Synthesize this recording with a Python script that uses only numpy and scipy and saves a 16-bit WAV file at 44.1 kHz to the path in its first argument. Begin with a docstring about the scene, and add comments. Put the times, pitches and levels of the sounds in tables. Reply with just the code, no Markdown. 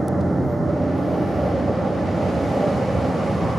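"""A diesel and its fire pump drone through a boat's hull, heard in the wheelhouse, while a water cannon opens.
The engine is a harmonic series; pump hum is wavering sine lines; pump rush and hull rumble are shaped noise.
The flow drives pipe and cabin resonances and a broad roar; spray is bright noise with a patter of drops.
Close by are a tick of decaying modes, brushes of cloth as noise bursts and faint gliding sine squeaks.
A steady faint hiss lies beneath."""
import sys
import numpy as np
from scipy import signal
from scipy.fft import rfft, irfft
from scipy.io import wavfile
from scipy.ndimage import uniform_filter1d

SR = 44100
rng = np.random.default_rng(int(sys.argv[2]) if len(sys.argv) > 2 else 0)


def transcribe(signal):
    """Save signal, clipped to [-1, 1], as a 16-bit WAV file at the path in sys.argv[1]."""
    frames = np.atleast_2d(signal).T
    limited = np.clip(frames, -1, 1)
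    pcm = np.round(limited * 32767).astype(np.int16)
    wavfile.write(sys.argv[1], SR, pcm)


N = 157878  # samples in the scene

# Spectra give relative level_db per Hz; resonance widths lie between points about 4 dB down.
# Engine orders: multiple of the cycle rate, then five level_db at even steps from start to end
ENGINE_ORDERS = [(5, -46, -40, -36.5, -39, -35.5), (6, -32.5, -30.5, -40.5, -38, -33),
                 (9, -32.5, -31, -37, -37, -39.5), (10, -37, -43, -52, -52, -41),
                 (11, -35, -35.5, -48, -45, -28), (12, -30.5, -31.5, -34.5, -34.5, -33),
                 (13, -31, -48, -37.5, -39, -57)]
CYCLE_HZ, SPEED_WANDER = 14.89, 0.0021  # four-stroke cycles per second; rms share of speed wander
# Hum of the pump and other machinery: pitch_hz, level_db at start, middle and end
HUM_LINES = [(96.7, -41.5, -33, -50), (108.5, -58, -43, -41), (117.2, -58, -51, -31.5),
             (202.4, -45, -43.5, -35), (233.2, -38, -42, -42), (507.6, -73, -43, -41.5),
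             (528.7, -44, -41.5, -36.5), (570, -47, -44, -39.5), (587, -37.5, -35, -47),
             (624, -56, -41, -48), (827.5, -61, -44.5, -40.5), (1060, -54.5, -49, -52),
             (1204, -70, -51.5, -64), (1930, -66, -64, -66)]
HUM_JITTER_HZ, HUM_WIDTH_DB = 1.336, -20.5  # rms pitch wander; side level relative to mid
WAVER_DB, WAVER_PER_S = 2.2, 2.96  # rms depth and rate of level wander in every line
# Notes that swell out of the drone and sink back: middle_s, length_s (between 1/e points), pitch_hz, level_db
SWELLING_NOTES = [(0.52, 0.41, 260, -29), (0.92, 0.32, 259, -27), (0.91, 0.49, 291, -29),
                  (2.08, .3, 175, -33), (3.06, 0.16, 263, -28)]
# Steady rush of the pump: centre_hz, width_hz (its resonance is applied twice, so about 8 dB down), level_db
PUMP_BANDS = [(700, 210, -41), (1340, 400, -47), (1790, 260, -52), (2033, 270, -56.5)]
# Hull rumble spectrum: frequency_hz, level_db
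HULL_SPECTRUM = [(20, -58), (40, -45), (52, -13.5), (64, -17), (76, -9.5), (100, -3), (125, -5.5),
                 (180, -3), (230, -3), (290, -6.5), (360, -9.5), (420, -8.5), (600, -9.5), (790, -15),
                 (1000, -22.5), (1350, -24.5), (1600, -32.5), (2100, -40), (2320, -57), (5000, -78)]
HULL_START_DB, HULL_FALL_DB_PER_S = -25.5, 1.34
# Gain of the deep bass: time_s, gain_db
BASS_THROB = [(0, -6), (.12, -5), (.22, 1.5), (.36, -3.5), (.46, 4.5), (.55, -2), (.64, 4.5), (.73, 0.5),
              (.82, 1.5), (1.0, -5.5), (1.4, 1.5), (1.54, 2), (1.76, -2.5), (2.1, 1.5), (2.5, 0.5),
              (2.65, -6), (2.77, 2), (2.86, -3.5), (3.0, 7), (3.18, -5), (3.5, 0)]
THROB_TOP_HZ = 115

# Strength of the jet: time_s, level_db
JET_STRENGTH = [(0, -23), (.55, -18), (.63, -27), (.69, -13.5), (.79, -10), (1.05, -6.5), (1.45, -4.5),
                (1.85, -5), (2.25, -1.5), (2.66, 0), (2.85, -1.4), (3.25, -0.5), (3.58, -1.5)]
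# Main pipework resonance, wandering centre: time_s, centre_hz
PIPE_CENTRE = [(0, 590), (0.449, 545), (.8, 580), (1.2, 590), (1.65, 525), (1.899, 555), (2.25, 585),
               (2.42, 545), (2.65, 570), (2.85, 535), (3.4, 555)]
# Main pipework resonance, level: time_s, level_db
PIPE_LEVEL = [(0, -34), (.23, -31.5), (.4, -44), (.65, -33.5), (1.0, -36), (1.15, -28), (1.32, -34),
              (1.45, -27.5), (1.72, -31), (1.88, -28.5), (2.1, -32.5), (2.25, -27.5), (2.5, -32.5),
              (2.63, -25), (2.8, -30), (2.95, -30), (3.2, -29.5), (3.58, -41.5)]
# Lesser resonances of pipework and cabin: centre_hz, width_hz, relative level_db
LESSER_RESONANCES = [(405, 60, -4.5), (497, 41, -2.5), (757, 65, -11), (807, 54, -6.5), (1142, 89, -12.5)]
PIPE_WIDTH_HZ, LESSER_DB = 74, -4.5  # lesser resonances together, relative to the main one
# Boom of the cabin panels, wandering centre: time_s, centre_hz
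BOOM_CENTRE = [(0, 295), (0.501, 330), (0.899, 325), (1.1, 305), (1.3, 325.5), (1.52, 295), (1.64, 244.5),
               (1.8, 300), (2.1, 320), (2.6, 265)]
# Boom of the cabin panels, level: time_s, level_db
BOOM_LEVEL = [(0, -27.5), (.6, -30.5), (.95, -33), (1.2, -25), (1.43, -31), (1.62, -26.5), (1.9, -31.5),
              (2.6, -30.5), (2.9, -36), (3.58, -48)]
BOOM_WIDTH_HZ = 79
# Roar of the jet, spectrum: frequency_hz, level_db
ROAR_SPECTRUM = [(40, -45), (70, -27), (100, 2), (250, 1), (400, -4), (650, -5), (850, -6), (1000, -13),
                 (1300, -18.5), (1600, -27), (2050, -30), (2450, -35), (6000, -82)]
ROAR_DB, ROAR_IDLE = -27, 0.26  # level at full jet; share of the amplitude that needs no jet
SURGE_DB, SURGE_PER_S = 2.0, 23  # rms depth and rate of the roar's level wander
CREST_HZ, CREST_WIDTH_HZ, CREST_END_DB, CREST_DB_PER_S = 1090, 230, -35, 14

# Hiss of spray through the glass, spectrum: frequency_hz, level_db
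SPRAY_SPECTRUM = [(400, -9), (1200, 2.5), (2000, 1.5), (2600, -2.5), (3200, -6.5), (5000, -10.5),
                  (6600, -19), (8200, -29), (10300, -28), (12000, -48), (15000, -48)]
SPRAY_DB, DROPS_PER_S, DROP_SHARE = -39.5, 2700, 0.24  # drop rate at full jet; drop amplitude beside hiss
# Fine mist, spectrum: frequency_hz, level_db
MIST_SPECTRUM = [(2000, -2.5), (5000, 1), (6800, 5.5), (8200, 1), (10300, 0), (12000, -8), (15000, -16)]
MIST_DB, MIST_POWER = -53, 3  # level at full jet; mist amplitude follows jet amplitude to this power

# Modes of the tick: pitch_hz, level_db (peak), t60_s
SNAP_MODES = [(5840, -32, 0.0044), (8300, -32, .0028), (10300, -24.5, 0.0026), (14800, -39, .002)]
TICK_S, TICK_LOW_HZ = .0827, 4000  # so small a part radiates little below this
SCATTER_DB, SCATTER_HZ, SCATTER_WIDTH_HZ, SCATTER_DECAY_S = -42, 5200, 6000, 0.0022
# Cloth brushing nearby: start_s, attack_s, hold_s, release_s, centre_hz, width_hz, level_db
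CLOTH_BRUSHES = [(.202, 0.008, .002, 0.0094, 4200, 3200, -49.5), (0.937, .04, 0.48, .12, 10700, 4500, -65)]
# Thin squeaks: start_s, length_s, four pitch_hz at even steps, level_db (peak)
SQUEAK_GLIDES = [(.35, .12, 10400, 10600, 10900, 11500, -71), (.45, .14, 11600, 11850, 12150, 12200, -66),
                 (.41, .22, 12350, 12850, 13400, 12800, -70), (2.38, .3, 13200, 12150, 12250, 11800, -70)]
SQUEAK_ROUGH_DB = 3.5  # rms depth of the level flutter

# Steady faint hiss, spectrum: frequency_hz, level_db
AIR_SPECTRUM = [(1000, 3.5), (3000, -1), (5500, 1), (6800, -2), (8000, -8.5), (10500, -7), (12500, -17),
                (15000, -21)]
AIR_DB = -57
# Stereo spread of noise: frequency_hz, side_minus_mid_db
STEREO_WIDTH = [(30, -11), (70, -4.5), (250, -16), (550, -13.5), (1100, -10.5), (4000, -9.5), (9000, -7),
                (14000, -2)]
RIPPLE_DB, RIPPLE_HZ = 2.5, 13.4  # rms depth and smoothing width of the cabin's spectral peaks and dips
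LEAN_DB = -1.5  # left minus right
TOP_HZ = 15500


def engine(t):
    """Harmonic series: periodic firing excites multiples of one slowly wandering cycle rate."""
    speed = CYCLE_HZ * (1 + SPEED_WANDER * walk(0.67))
    return sum(drift(t, levels) * tone(order * speed) for order, *levels in ENGINE_ORDERS)


def machine_hum(t):
    """Narrow-band tones: rotating machinery radiates lines of slightly unsteady pitch."""
    return sum(drift(t, levels) * tone(hz + HUM_JITTER_HZ * walk(5.5)) for hz, *levels in HUM_LINES)


def swelling_notes(t):
    """Amplitude modulation: each tone rises and sinks under a smooth, flat-topped envelope."""
    out = 0
    for middle, length, hz, db in SWELLING_NOTES:
        envelope = np.exp(-(2 * (t - middle) / length) ** 4)
        out = out + undb(db) * envelope * tone(hz + HUM_JITTER_HZ * walk(6))
    return out


def pump_rush():
    """Resonant filtering: steady turbulence in the pump is concentrated into bands."""
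    return sum(undb(db) * rush(resonance(hz, width) ** 2) for hz, width, db in PUMP_BANDS)


def hull_rumble(t):
    """Structure-borne noise: the hull passes chiefly low frequencies, here slowly weakening."""
    return rush(colour(HULL_SPECTRUM)) * undb(HULL_START_DB - HULL_FALL_DB_PER_S * t)


def machinery(t):
    """Superposition: tones beat over broadband rumble, and the deep bass throbs unevenly."""
    drone = engine(t) + machine_hum(t) + pump_rush() + hull_rumble(t)
    bass = irfft(rfft(drone) / (1 + (freqs() / THROB_TOP_HZ) ** 20), N)
    throb = bass * (curve(t, BASS_THROB) - 1)  # changes only the bass already in the drone
    return drone + swelling_notes(t) + throb


def pipework(t):
    """Flow-excited resonance: turbulence drives one wandering pipe mode and several lesser ones."""
    main = gliding_rush(t, PIPE_CENTRE, PIPE_WIDTH_HZ)
    lesser = rush(sum(undb(db) * resonance(hz, width) for hz, width, db in LESSER_RESONANCES))
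    return (main + lesser * undb(LESSER_DB)) * curve(t, PIPE_LEVEL) * undb(0.77 * walk(12))


def cabin_boom(t):
    """Panel resonance: the flow shakes the cabin panels in one low, wandering band."""
    return gliding_rush(t, BOOM_CENTRE, BOOM_WIDTH_HZ) * curve(t, BOOM_LEVEL)


def jet_roar(t, jet):
    """Turbulent jet noise: a broad roar follows jet strength, and a higher rush grows to the end."""
    strength = ROAR_IDLE + (1 - ROAR_IDLE) * jet
    roar = rush(colour(ROAR_SPECTRUM)) * undb(ROAR_DB + SURGE_DB * walk(SURGE_PER_S)) * strength
    crest_gain = undb(CREST_END_DB + CREST_DB_PER_S * (t - t[-1]))
    return roar + rush(resonance(CREST_HZ, CREST_WIDTH_HZ)) * crest_gain


def spray(jet):
    """Jet break-up: hiss, random drop impulses and fine mist, the mist growing fastest with the jet."""
    landings = rng.random((2, N)) < DROPS_PER_S * jet / SR
    drops = cabin(landings * rng.standard_normal((2, N)), colour(SPRAY_SPECTRUM))
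    hiss = rush(colour(SPRAY_SPECTRUM)) * undb(0.64 * walk(14))
    mist = rush(colour(MIST_SPECTRUM)) * undb(MIST_DB + 0.57 * walk(10)) * jet ** MIST_POWER
    return undb(SPRAY_DB) * (jet * hiss + DROP_SHARE * np.sqrt(jet) * drops) + mist


def tick(t):
    """Modal decay: a snapped hard part rings in very short modes, with brief scatter from the cabin."""
    age = np.maximum(t - TICK_S, 0)
    ring = 0
    for hz, db, t60 in SNAP_MODES:
        ring = ring + undb(db) * np.sin(2 * np.pi * hz * age) * np.exp(-np.log(1000) * age / t60)
    radiated = irfft(rfft(ring) / (1 + (TICK_LOW_HZ / freqs()) ** 6), N)
    scatter = rush(resonance(SCATTER_HZ, SCATTER_WIDTH_HZ)) * (age > 0) * np.exp(-age / SCATTER_DECAY_S)
    return radiated + undb(SCATTER_DB) * scatter


def cloth_brushes(t):
    """Friction noise: rubbing cloth gives bands of noise that rise, hold and fall."""
    out = 0
    for start, attack, hold, release, hz, width, db in CLOTH_BRUSHES:
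        swell = np.interp(t, start + np.cumsum([0, attack, hold, release]), [0, 1, 1, 0])
        out = out + undb(db) * swell * rush(resonance(hz, width))
    return out


def squeaks(t):
    """Frequency modulation: thin tones glide in pitch, roughened by fast pitch and level flutter."""
    out = 0
    for start, length, *glide, db in SQUEAK_GLIDES:
        progress = np.clip((t - start) / length, 0, 1)
        pitch = np.interp(progress, np.linspace(0, 1, len(glide)), glide) + 90 * walk(280)
        level = undb(db + SQUEAK_ROUGH_DB * walk(90)) * np.sin(np.pi * progress)
        out = out + level * np.sin(2 * np.pi * np.cumsum(pitch) / SR)
    return out


def air_hiss():
    """Stationary noise: a constant, faint hiss of fixed spectrum."""
    return undb(AIR_DB) * rush(colour(AIR_SPECTRUM))


def rush(gain):
    """Filtered turbulence: random noise of a given colour, shaped and spread by the cabin."""
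    return cabin(rng.standard_normal((2, N)), gain * ripple())


def gliding_rush(t, centres, width_hz):
    """Frequency shifting: the analytic signal moves a noise band along a wandering centre."""
    hz = np.interp(t, *np.array(centres).T)
    band = signal.hilbert(rush(resonance(hz.mean(), width_hz)))
    return (band * np.exp(2j * np.pi * np.cumsum(hz - hz.mean()) / SR)).real


def tone(hz):
    """Phase accumulation: a wavering sine whose phase differs slightly between the ears."""
    phase = 2 * np.pi * (np.cumsum(hz) / SR + rng.random())
    side = undb(HUM_WIDTH_DB) * np.sin(phase + 2 * np.pi * rng.random())
    pair = np.sin(phase) + side * np.array([[1], [-1]])
    return unit(undb(WAVER_DB * walk(WAVER_PER_S)) * pair)


def cabin(pair, gain):
    """Mid-side decorrelation: two unrelated signals are coloured alike and spread by frequency."""
    mid = irfft(rfft(pair[0]) * gain, N)
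    side = irfft(rfft(pair[1]) * gain * colour(STEREO_WIDTH), N)
    return unit(np.array([mid + side, mid - side]))


def ripple():
    """Modal overlap: a small hard room gives irregular peaks and dips, as gain per bin."""
    count = max(int(RIPPLE_HZ * N / SR), 1)
    bumps = uniform_filter1d(uniform_filter1d(rng.standard_normal(N // 2 + 1), count), count)
    return undb(RIPPLE_DB * unit(bumps) * np.minimum(freqs() / 900, 1))  # shallower below 900 Hz


def resonance(hz, width_hz):
    """Damped resonance: gain per bin falls steeply with detuning from the centre."""
    f = freqs()
    detuning = (f / hz - hz / f) * hz / width_hz / 2
    return 1 / (1 + detuning ** 2) ** 2


def colour(points):
    """Spectral envelope: gain per bin, interpolated in dB over log frequency."""
    hz, db = np.array(points).T
    return undb(np.interp(np.log(freqs()), np.log(hz), db))


def freqs():
    """Discrete spectrum: the frequency of each bin in Hz, at least 1."""
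    return np.maximum(np.arange(N // 2 + 1) * SR / N, 1)


def walk(rate):
    """Low-passed noise: smooth chance of rms 1 that changes about rate times a second."""
    lowpass = np.exp(-(freqs() / rate) ** 2) * (np.arange(N // 2 + 1) > 0)  # no constant part
    return unit(irfft(rfft(rng.standard_normal(N)) * lowpass, N))


def curve(t, points):
    """Level envelope: gain over time from points of time_s, level_db."""
    return undb(np.interp(t, *np.array(points).T))


def drift(t, levels_db):
    """Slow level envelope: gain through evenly spaced levels from start to end."""
    return undb(np.interp(t, np.linspace(0, t[-1], len(levels_db)), levels_db))


def undb(db):
    """Logarithmic level: decibels to amplitude gain."""
    return 10 ** (np.asarray(db) / 20)


def unit(x):
    """Power normalization: scale to rms 1."""
    return x / np.sqrt(np.mean(x ** 2))


def scene():
    """Intensity panning: machinery, pipework, boom and roar lean right; spray, small sounds, hiss do not."""
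    t = np.arange(N) / SR
    jet = curve(t, JET_STRENGTH)
    leaning = machinery(t) + pipework(t) + cabin_boom(t) + jet_roar(t, jet)
    lean = undb(np.array([[LEAN_DB], [-LEAN_DB]]) / 2)
    small_sounds = tick(t) + cloth_brushes(t) + squeaks(t)
    return leaning * lean + spray(jet) + small_sounds + air_hiss()


def record(dry):
    """Band limitation: a steep elliptic low-pass cuts the top of the spectrum."""
    # a mirrored lead-in lets the filter settle before the start
    lead = np.pad(dry, ((0, 0), (512, 0)), mode="reflect", reflect_type="odd")
    lowpass = signal.ellip(8, .2, 70, TOP_HZ, fs=SR, output="sos")
    return signal.sosfilt(lowpass, lead)[:, -N:]


dry = scene()
out = record(dry)
transcribe(out)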